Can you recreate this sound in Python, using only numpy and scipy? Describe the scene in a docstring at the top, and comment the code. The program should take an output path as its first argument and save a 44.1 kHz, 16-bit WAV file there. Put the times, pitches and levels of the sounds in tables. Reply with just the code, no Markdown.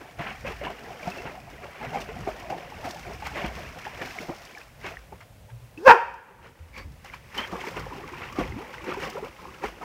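"""A calm lake under trees. A dog paddles across: paws slap and ring trapped air, bubbles gurgle,
spray fizzes back down, wet nostrils snort. A second dog by the microphone gives one short, rough
bark that echoes off the trunks and the far bank; it clips softly and the gain dips for a moment.
Low rumble, deep cavity booms, a brief hum and electronic hiss lie underneath."""
import sys
import numpy as np
from scipy import signal
from scipy.fft import rfft, irfft, next_fast_len
from scipy.io import wavfile
from scipy.ndimage import map_coordinates

SR = 44100
rng = np.random.default_rng(int(sys.argv[2]) if len(sys.argv) > 2 else 0)


def unload_audio(sound):
    """Save the sound as a 16-bit wav file, at the path given as the first command line argument."""
    columns = np.transpose(np.atleast_2d(sound))
    # keep every value between -1 and 1, then stretch to whole-number steps
    steps = np.round(np.clip(columns, -1, 1) * 32767)
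    wavfile.write(sys.argv[1], SR, steps.astype(np.int16))


N = 433928
TURN_S = 5.5  # swimmer turns back

# noise and water spectra: freq_hz, gain_db
HISS_SPECTRUM = [(120, -35.5), (200, -3), (310, -13.5), (536, -1), (1260, -14), (2570, -14), (4140, -20),
                 (15700, -24.5)]
RUMBLE_SPECTRUM = [(15, -29.5), (50, -1.5), (150, -8.5), (400, -30), (900, -72.5)]
GURGLE_OUT_SPECTRUM = [(88, -8), (150, -1), (189, -4), (258, -5), (332, -5.5), (404, -2), (576, -3.5),
                       (714, 2.5), (1130, -15.5), (1400, -14.5), (1820, -42), (3080, -120)]
GURGLE_BACK_SPECTRUM = [(88, -35), (150, -4), (308, -7.5), (382, -1), (427, -7), (515, -1.5), (627, -12),
                        (837, -4), (1230, -8.5), (1400, -11), (1820, -41), (3080, -120)]
SPLASH_SPECTRUM = [(590, -13), (1000, -0.5), (1240, -4.5), (1460, -2.5), (2240, -1.5), (2880, -6),
                   (3040, -10), (3150, -8.5), (3300, -13), (3840, -22), (4200, -18), (5460, -49.5),
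                   (9240, -120)]
SPRAY_SPECTRUM = [(2060, -31.5), (3500, -2.5), (3920, -6), (5330, -1.5), (8160, -14), (10700, -18.5),
                  (15100, -15), (15700, -26.5)]
# rumble contour: time_s, level_db
RUMBLE_LEVELS = [(0, -59), (.6, -47.5), (.8, -60), (1.15, -50), (1.4, -55), (2.37, -46), (2.65, -52),
                 (3.39, -46.5), (4.2, -51), (4.65, -55), (5.12, -54.5), (5.72, -50), (6.15, -57),
                 (6.76, -49.5), (7.28, -54.5), (7.86, -46), (8.2, -53), (8.54, -42.5), (8.7, -57),
                 (9.0, -43.5), (9.4, -52.5), (9.84, -55)]
# hum contour: time_s, pitch_hz, level_db
HUM_CONTOUR = [(5.1, 98, -92), (5.16, 100, -57.5), (5.49, 106.5, -53), (5.53, 119, -41), (5.58, 117, -43),
               (5.605, 117, -58), (5.63, 119, -42.5), (5.68, 119, -44.5), (5.72, 114, -57),
               (5.765, 114, -52.5), (5.78, 114, -41), (5.82, 109.5, -92)]
# decay among the trunks: freq_hz, t60_s
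TREE_DECAY = [(200, 0.35), (500, 0.42), (1500, 0.48), (4000, 0.56), (10000, 0.43)]
# deep cavities behind kicks: start_s, level_db, pitch_hz, t60_s
KICK_BOOMS = [(0.475, -35, 53.6, 1), (2.299, -36, 48.4, 0.4), (3.235, -34, 66.6, 0.33),
              (3.454, -26.5, 58, 0.31), (4.966, -39, 54.5, 0.6), (6.6, -32, 79, 0.32),
              (7.521, -38.5, 61.9, 0.38), (8.398, -35, 46.4, 0.65), (9.029, -41, 53.8, 0.3),
              (9.649, -33, 50, 0.27)]
# nostril resonances: start_s, length_s, centre_hz, width_hz, level_db
NOSTRIL_SNORTS = [(6.723, .12, 2230, 300, -44), (6.736, 0.11, 4560, 300, -55), (7.37, 0.04, 3100, 150, -38),
                  (7.414, 0.048, 3170, 150, -39)]
# water drops and one mouth blip: start_s, level_db, pitch_hz, t60_s
RINGING_BLIPS = [(0.835, -39, 940, 0.051), (1.03, -30, 2310, 0.035), (1.119, -30.5, 2600, 0.043),
                 (1.184, -33.5, 2650, 0.078), (1.279, -35, 890, 0.027), (1.656, -26, 805, 0.02),
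                 (2.721, -28.5, 850, 0.037), (3.267, -22.5, 816, 0.036), (4.187, -18, 2160, 0.014),
                 (4.335, -32, 820, 0.03), (4.55, -32, 2300, 0.024), (4.574, -32, 1690, 0.035),
                 (4.615, -35, 2500, 0.024), (4.97, -26, 1840, 0.017), (5.205, -44, 1220, 0.03),
                 (5.489, -46.5, 883, 0.08), (5.501, -48, 1597, .04), (5.776, -36, 2600, 0.044),
                 (6.179, -35, 1610, 0.054), (6.438, -36, 952, 0.019), (7.046, -34.5, 785, 0.04),
                 (7.099, -32, 2060, 0.022), (7.14, -27, 1020, 0.022), (7.381, -22, 3040, 0.09),
                 (7.439, -32, 910, 0.064), (7.613, -24, 2070, 0.018), (7.64, -20.5, 900, 0.025),
                 (8.326, -30, 1150, 0.033), (8.522, -29, 2050, 0.024), (8.741, -28, 1560, 0.031),
                 (8.782, -29, 2040, 0.016), (8.919, -27, 1190, 0.047), (9.454, -29, 1030, 0.027)]
# flung spray landing: start_s, level_db
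SPRAY_TICKS = [(.1934, -45), (.5088, -41), (1.1014, -32), (1.955, -45), (2.5017, -35), (2.9088, -27.5),
               (3.268, -27), (3.8432, -38), (4.0582, -34), (4.1881, -35.5), (4.452, -33), (4.582, -38),
               (4.8121, -43), (5.2076, -44.5), (6.14, -40), (6.4887, -46), (6.9197, -46), (7.0457, -36),
               (7.1446, -40), (7.3767, -25.5), (7.6144, -39), (7.7953, -31.5), (7.9773, -40), (8.326, -35),
               (8.388, -37), (8.6173, -48), (9.0517, -35), (9.0996, -28), (9.2472, -36), (9.644, -42)]
# closing or opening cavities: start_s, level_db, pitch_hz, t60_s, glide
CAVITY_GULPS = [(0.211, -35, 2380, 0.21, -2.5), (1.865, -30.5, 129, 0.14, 0),
                (2.155, -29.5, 152.6, 0.16, 2), (3.561, -31, 139, 0.072, 1), (3.762, -41, 119, 0.15, 2),
                (4.201, -30, 200, 0.08, 2.5), (7.672, -25.5, 329, 0.07, 1.5),
                (7.865, -28.5, 478, 0.058, .3), (8.035, -29, 380, .05, .2), (8.52, -29, 340, .05, .2),
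                (8.56, -28, 217, 0.22, 2), (8.97, -26.5, 360, 0.11, 0.5), (9.03, -25.5, 486, 0.048, 0.2),
                (9.175, -26.5, 483, 0.09, 1), (9.225, -25, 390, 0.11, 0.5)]
# steady churn: time_s, gurgle_db, splash_db, spray_db
CHURN_LEVELS = [(0, -50.5, -51, -64), (.16, -54.5, -59, -66), (.4, -67, -56, -59.5),
                (.85, -45.5, -48, -58.5), (1.42, -48.5, -56.5, -68), (1.75, -50.5, -46.5, -61),
                (2.2, -44, -47, -57), (2.65, -44, -47, -59), (3.2, -48, -47, -56), (3.6, -46.5, -47.5, -56),
                (3.95, -48, -44.5, -56.5), (4.55, -52, -50, -57), (4.72, -66, -59.5, -69),
                (5.4, -73, -72, -80), (6.36, -51, -57, -76.5), (6.7, -67, -62.5, -72),
                (7.25, -69, -58, -66.5), (7.55, -44, -46.5, -57), (8.15, -46.5, -47.5, -60),
                (8.75, -48, -48, -59.5), (9.2, -44.5, -51, -63), (9.35, -51, -51, -60),
                (9.84, -46, -51.5, -62.5)]
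# paddle strokes: peak_s, length_s, gurgle_db, splash_db, spray_db
PADDLE_STROKES = [(0.015, 0.046, -42, -50.5, -67), (0.208, 0.079, -35.5, -37, -58),
                  (0.247, .12, -48, -37.5, -58), (0.276, 0.14, -39, -37, -56),
                  (0.471, 0.11, -33.5, -35, -51.5), (0.651, 0.1, -29, -33, -56),
                  (0.704, 0.046, -34, -47, -66), (.84, .05, -38, -48, -60), (1.055, 0.13, -37, -49, -54),
                  (1.08, 0.48, -45.5, -43.5, -53.5), (1.264, 0.11, -32, -38.5, -66),
                  (1.64, 0.11, -37.5, -44.5, -58), (1.845, 0.18, -35.5, -41.5, -61),
                  (1.952, 0.1, -30, -38, -49), (2.167, 0.083, -43, -49, -61), (2.284, 0.057, -32, -41, -50),
                  (2.513, 0.064, -26.5, -46, -55), (2.653, 0.073, -43.5, -62, -69),
                  (2.848, 0.056, -29.5, -38.5, -49), (2.9, .3, -46, -50, -51.5),
                  (3.085, 0.084, -36, -59, -66), (3.264, 0.06, -45, -33.5, -47),
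                  (3.375, 0.12, -30.5, -31, -48.5), (3.447, .08, -30.5, -35, -56),
                  (3.56, 0.2, -58, -43, -55), (3.852, 0.053, -46, -37, -58),
                  (4.027, 0.078, -33.5, -38.5, -53), (4.104, 0.22, -64, -43.5, -49),
                  (4.214, 0.076, -39, -48, -49.5), (4.295, 0.045, -30.5, -50, -66),
                  (4.59, 0.059, -59, -51, -61), (4.863, 0.14, -41, -37.5, -51),
                  (5.129, 0.029, -41, -54, -68), (5.159, .04, -70, -53, -68),
                  (5.211, 0.028, -63, -46.5, -64), (5.502, 0.026, -59, -51, -70),
                  (6.446, 0.093, -51, -45.5, -63), (6.756, .08, -53, -45.5, -57.5),
                  (6.782, .06, -41, -42.5, -52), (7.062, 0.066, -50.5, -42, -54),
                  (7.139, 0.05, -55, -39, -54.5), (7.392, .12, -34.5, -30.5, -47),
                  (7.537, 0.072, -31, -58, -56), (7.615, 0.071, -50, -36.5, -52),
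                  (7.672, 0.095, -39, -38.5, -49), (7.774, 0.045, -30.5, -37, -52),
                  (7.943, 0.19, -38.5, -62, -75), (8.225, 0.15, -42, -37.5, -56),
                  (8.4, 0.082, -25.5, -32, -46), (8.59, 0.11, -35, -57, -76), (8.741, 0.045, -48, -40, -52),
                  (8.896, 0.2, -32, -35.5, -51.5), (9.031, 0.14, -36, -34.5, -46),
                  (9.16, 0.044, -36, -52, -56), (9.244, 0.064, -35, -44, -58), (9.456, 0.19, -42, -51, -59),
                  (9.644, 0.071, -32, -35, -47.5), (9.83, 0.061, -38, -47, -58)]
# loss one stroke length after the peak, rows gurgle, splash, spray: loss_db
STROKE_FADE_DB = [
    [20.5],
    [18.5],
    [14.5],
]
# paws trapping air: start_s, level_db, pocket_hz, t60_s, smack_re_pocket_db
PAW_SLAPS = [(0.193, -21.5, 144, 0.065, -1), (0.269, -36.5, 746, 0.087, 15.5), (0.307, -30, 193, 0.06, 0),
             (0.448, -24.5, 520, 0.079, -6), (0.474, -34, 730, 0.06, -6), (0.613, -26, 552, 0.087, -2),
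             (0.669, -23.5, 950, 0.061, -11), (1.072, -18.5, 165, 0.063, -25), (1.254, -26, 143, 0.059, -6),
             (1.812, -30.5, 822, 0.094, -2), (1.934, -31, 870, 0.06, 2), (1.957, -18, 745, 0.045, -14),
             (2.089, -30, 424, 0.11, 4), (2.274, -16, 368, 0.038, -8), (2.5, -26, 766, 0.067, 1.5),
             (2.524, -25, 784, 0.1, -17), (2.854, -25, 686, 0.058, -12), (3.223, -29, 826, 0.08, 3),
             (3.442, -19, 190, 0.042, -19), (3.867, -22.5, 793, 0.051, -9), (4.015, -34, 700, 0.06, 10),
             (4.293, -16, 280, 0.037, -22), (4.843, -32.5, 376, 0.081, 9), (5.123, -33.5, 823, 0.056, -20),
             (7.525, -28.5, 167, 0.084, -17), (7.766, -26, 394, 0.062, -9), (8.386, -13, 282, 0.05, -21),
             (8.884, -22.5, 320, 0.089, -17), (9.155, -25, 446, 0.046, -12), (9.638, -21.5, 768, 0.062, -7),
             (9.812, -34, 720, 0.073, -4)]
# bark contour: time_s, pitch_hz, fundamental_db, overtones_db, roughness
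BARK_CONTOUR = [(5.765, 251, -69, -78, 0.18), (5.78, 281, -39.5, -55.5, 0.72),
                (5.82, 359.1, -40.5, -49.5, 0.38), (5.845, 450.3, -32.5, -45, 0.4),
                (5.86, 529.7, -20.5, -19, 0.19), (5.872, 540.7, -4, -6.5, 0.14),
                (5.878, 517.1, -6.5, -5, 0.56), (5.89, 495, -11, -1.5, 0.45),
                (5.911, 481, -13.5, 2.5, 0.45), (5.925, 498.5, -12.5, -5, 0.3),
                (5.94, 432, -16.5, -16.5, 0.5), (5.959, 321.5, -28.5, -22, .3),
                (5.98, 301, -75.5, -67, 0.5)]
# throat resonances: centre_hz, width_hz, gain_db
THROAT_FORMANTS = [(250, 470, -19.5), (860, 250, -0.5), (1655, 247, -3), (2564, 180, -8.5),
                   (3500, 890, -28.5), (5030, 1600, -27.5)]


def amp(db):
    return 10 ** (np.asarray(db) / 20)


def unit_rms(x):
    return x / np.sqrt(np.mean(x ** 2) + 1e-20)


def log_interp(points, hz):
    """(freq_hz, value) points read on a log axis."""
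    freq_hz, values = np.transpose(points)
    return np.interp(np.log(hz + 1), np.log(freq_hz + 1), values)


def curves(rows):
    """Per-sample curve for each column after time_s."""
    time_s, *columns = np.transpose(rows)
    return [np.interp(np.arange(N) / SR, time_s, column) for column in columns]


def wobble(rate_hz):
    """Smooth random curve."""
    knots = rng.standard_normal(int(N * rate_hz / SR) + 4)
    return map_coordinates(knots, [np.arange(N) * rate_hz / SR])


def filtered(x, response):
    """x through a complex frequency response."""
    size = next_fast_len(N + SR // 2)
    return irfft(rfft(x, size) * response(np.fft.rfftfreq(size, 1 / SR)), size)[..., :N]


def shaped(x, spectrum):
    return filtered(x, lambda hz: amp(log_interp(spectrum, hz)))


def coloured(x, spectrum):
    return unit_rms(shaped(x, spectrum))


def bursts(start_s, level_db, t60_s, spectrum):
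    """Decaying noise bursts of one colour."""
    t, out = np.arange(4096) / SR, np.zeros(N + 4096)
    for at_s, db, life_s in np.broadcast(start_s, level_db, t60_s):
        out[round(at_s * SR):][:len(t)] += amp(db - 60 * t / life_s) * rng.standard_normal(len(t))
    return shaped(out[:N], spectrum)


def bubbles(start_s, gain, hz, t60_s, glide, samples):
    """Damped sines; pitch moves by the share 2 * glide per t60, upward as a bubble nears the surface."""
    t = np.arange(samples) / SR
    start_s, gain, hz, t60_s, glide = (np.reshape(v, (-1, 1)) for v in (start_s, gain, hz, t60_s, glide))
    envelope = amp(-60 * t / t60_s) * (1 - np.exp(-1.5 * t * hz))
    tone = np.sin(2 * np.pi * hz * t * (1 + glide * t / t60_s))
    index = (start_s * SR).astype(int) + np.arange(samples)
    return np.bincount(index.ravel(), (gain * envelope * tone).ravel(), N + samples)[:N]


def hiss(level_db=-57.5):
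    """Steady electronic noise."""
    return amp(level_db) * coloured(rng.standard_normal(N), HISS_SPECTRUM)


def rumble():
    """Low noise, wandering in level."""
    level_db, = curves(RUMBLE_LEVELS)
    noise = coloured(rng.standard_normal(N), RUMBLE_SPECTRUM)
    return amp(level_db + 4.1 * wobble(9)) * noise


def hum():
    """Low wavering tone before the bark."""
    pitch_hz, level_db = curves(HUM_CONTOUR)
    return amp(level_db + 3 * wobble(40)) * np.sin(2 * np.pi * np.cumsum(pitch_hz) / SR)


def shore_echo(x, echo_db=-13, bank_re_trunks_db=-22, bank_t60_s=1.56, delay_samples=1300):
    """Trunks scatter sound back but let the bass pass; the far bank answers duller and longer."""
    hz, t, noise = signal.stft(rng.standard_normal(SR), SR, nperseg=256)
    hz = hz[:, None]
    trunks = amp(-60 * t / log_interp(TREE_DECAY, hz)) / np.sqrt(1 + (480 / (hz + 1)) ** 4)
    bank = amp(bank_re_trunks_db - 60 * t / bank_t60_s - hz / 400)
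    tail = signal.istft(noise * (trunks + bank), SR, nperseg=256)[1]
    delayed = np.pad(x, (delay_samples, 0))
    return amp(echo_db) * signal.fftconvolve(delayed, tail / np.linalg.norm(tail))[:N]


def booms():
    """Deep cavities collapse behind strong kicks."""
    start_s, level_db, pitch_hz, t60_s = np.transpose(KICK_BOOMS)
    return bubbles(start_s, amp(level_db), pitch_hz, t60_s, glide=0.1, samples=16384)


def snorts():
    """Air through wet nostrils: noise in narrow resonances."""
    t, out = np.arange(N) / SR, np.zeros(N)
    for start_s, length_s, centre_hz, width_hz, level_db in NOSTRIL_SNORTS:
        swell = np.sin(np.pi * np.clip((t - start_s) / length_s, 0, 1))
        air = filtered(rng.standard_normal(N), lambda hz: 1 / (1 + (2 * (hz - centre_hz) / width_hz) ** 2))
        out += amp(level_db) * swell * unit_rms(air)
    return out


def blips():
    """Short ringing blips: water drops, and a high mouth blip as the bark begins."""
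    start_s, level_db, pitch_hz, t60_s = np.transpose(RINGING_BLIPS)
    return bubbles(start_s, amp(level_db), pitch_hz, t60_s, glide=0.038, samples=4096)


def spatter(t60_s=0.043):
    """Flung spray lands as bright ticks."""
    start_s, level_db = np.transpose(SPRAY_TICKS)
    return bursts(start_s, level_db, t60_s, SPRAY_SPECTRUM)


def gulps():
    """Hollow cavities glide in pitch as they close or open."""
    start_s, level_db, pitch_hz, t60_s, glide = np.transpose(CAVITY_GULPS)
    return bubbles(start_s, amp(level_db), pitch_hz, t60_s, glide, samples=8192)


def froth(low_hz, high_hz, t60_cycles, spread_db, share, count, samples):
    """Random bubbles over rushing noise; share is the bubbles' part of the power."""
    when, pitch, rank = rng.random((count, 3)).T
    hz = low_hz * (high_hz / low_hz) ** pitch
    gain = hz * amp(-spread_db * np.log(rank + 0.05))  # even energy per Hz
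    ringing = bubbles(when * N / SR, gain, hz, t60_cycles / hz, glide=0.051, samples=samples)
    return np.sqrt(share) * unit_rms(ringing) + np.sqrt(1 - share) * rng.standard_normal(N)


def stroke_gains(rise_share=0.44):
    """Gurgle, splash and spray gains: steady churn plus a quick rise and slower fall per stroke."""
    t, power = np.arange(N) / SR, amp(curves(CHURN_LEVELS)) ** 2
    for peak_s, length_s, *levels_db in PADDLE_STROKES:
        span = slice(max(round((peak_s - 2 * length_s) * SR), 0), round((peak_s + 3 * length_s) * SR))
        age = (t[span] - peak_s) / length_s
        fade_db = np.array(STROKE_FADE_DB) * np.maximum(age, -age / rise_share)
        power[:, span] += amp(np.c_[levels_db] - fade_db) ** 2
    return np.sqrt(power)


def churning_water(landings_per_s=70, landing_decay_s=0.0045):
    """Big bubbles gurgle, small ones splash, droplets fizz; one surge shakes all three."""
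    gurgle_gain, splash_gain, spray_gain = stroke_gains()
    surge_db = wobble(22)
    big = froth(150, 1400, t60_cycles=40, spread_db=3, share=0.1, count=1500, samples=2400)
    small = froth(1000, 4000, t60_cycles=40, spread_db=2, share=0.1, count=3000, samples=1000)
    fine = froth(3200, 15000, t60_cycles=4.4, spread_db=3, share=0.14, count=6000, samples=48)
    landings = (rng.random(N) < landings_per_s / SR) * rng.exponential(0.55, N)
    crackle = unit_rms(1 + signal.lfilter([1], [1, -np.exp(-1 / (landing_decay_s * SR))], landings))
    outbound = np.arange(N) < TURN_S * SR
    gurgle = np.where(outbound, coloured(big, GURGLE_OUT_SPECTRUM), coloured(big, GURGLE_BACK_SPECTRUM))
    splash = coloured(small, SPLASH_SPECTRUM) * np.sqrt(crackle)
    spray = coloured(fine, SPRAY_SPECTRUM) * crackle
    return (gurgle_gain * amp(1.4 * surge_db) * gurgle
            + splash_gain * amp(1.27 * surge_db) * splash
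            + spray_gain * amp(surge_db) * spray)


def paw_slaps(thud_re_pocket_db=2):
    """Each paw rings its air pocket amid a dull thud and a short bright smack."""
    start_s, level_db, pocket_hz, t60_s, smack_db = np.transpose(PAW_SLAPS)
    pocket = bubbles(start_s, amp(level_db), pocket_hz, t60_s, glide=0.196, samples=4096)
    outbound = start_s < TURN_S
    thud = sum(bursts(start_s[leg], level_db[leg] + thud_re_pocket_db, 1.9 * t60_s[leg], spectrum)
               for leg, spectrum in ((outbound, GURGLE_OUT_SPECTRUM), (~outbound, GURGLE_BACK_SPECTRUM)))
    smack = bursts(start_s, level_db + smack_db, 1.13 * t60_s, SPLASH_SPECTRUM)
    return pocket + thud + smack


def vocal_tract(hz, lips_hz=4000):
    """Throat resonances of alternating sign, low-passed at the lips."""
    throat = 0
    for k, (centre_hz, width_hz, gain_db) in enumerate(THROAT_FORMANTS):
        damping = 1j * hz * width_hz
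        throat += (-1) ** k * amp(gain_db) * damping / (centre_hz ** 2 - hz ** 2 + damping)
    return throat / (1 + 1j * hz / lips_hz) ** 2


def bark():
    """A rising whine bursts into a rough bark as the folds lose their rhythm, then sinks."""
    span = slice(round(BARK_CONTOUR[0][0] * SR), round(BARK_CONTOUR[-1][0] * SR))
    pitch_hz, fundamental_db, overtones_db, roughness = (curve[span] for curve in curves(BARK_CONTOUR))
    jitter, shimmer, sway = (roughness * wobble(rate_hz)[span] for rate_hz in (350, 250, 200))
    phase = 2 * np.pi * np.cumsum(pitch_hz * (1 + 0.145 * jitter)) / SR
    tilt_db = 0.0964 * np.minimum(overtones_db + 21.5, 0) - 0.8  # per overtone: soft voicing is dull
    overtones = sum(amp(tilt_db * (k - 2)) * np.sin(k * phase + k * k) for k in range(2, 12))
    breath = 7 * (1 + 0.5 * np.cos(phase)) * rng.standard_normal(len(phase))  # swells once a cycle
    folds, fundamental, rasp = np.zeros((3, N))
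    folds[span] = amp(overtones_db) * ((1 + 0.72 * shimmer) * overtones + roughness * breath)
    fundamental[span] = amp(fundamental_db) * np.sqrt(2) * (1 + 0.22 * sway) * np.sin(phase)
    rasp_db = 0.72 * np.maximum(fundamental_db, overtones_db) - 22.5
    rasp[span] = amp(rasp_db) * rng.standard_normal(len(phase))  # air past the teeth
    return fundamental + 1.19 * filtered(folds, vocal_tract) + shaped(rasp, SPRAY_SPECTRUM)


def scene():
    """Bark, swimmer, background and echo at one microphone."""
    voice = bark()
    noise_floor = hiss()
    swimmer = churning_water() + paw_slaps() + gulps() + spatter() + booms() + snorts()
    return (noise_floor + rumble() + hum() + blips() + swimmer + shore_echo(voice) + voice)[None]


def record(dry, knee_db=-30, ceiling=1.08, low_cut_hz=22, top_hz=15800):
    """Lagging gain control, soft clipping, band limits."""
    power = dry ** 2
    for lag_s in (0.09, 0.17):
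        step = 1 / (lag_s * SR)
        power = signal.lfilter([step], [1, step - 1], power)
    ducked = dry / (1 + power / amp(knee_db) ** 2) ** 0.16
    clipped = ducked / (1 + np.abs(ducked / ceiling) ** 4) ** (1 / 4)
    return filtered(clipped, lambda hz: (hz < top_hz) / (1 + (low_cut_hz / (hz + 1)) ** 4))


dry = scene()
out = record(dry)
unload_audio(out)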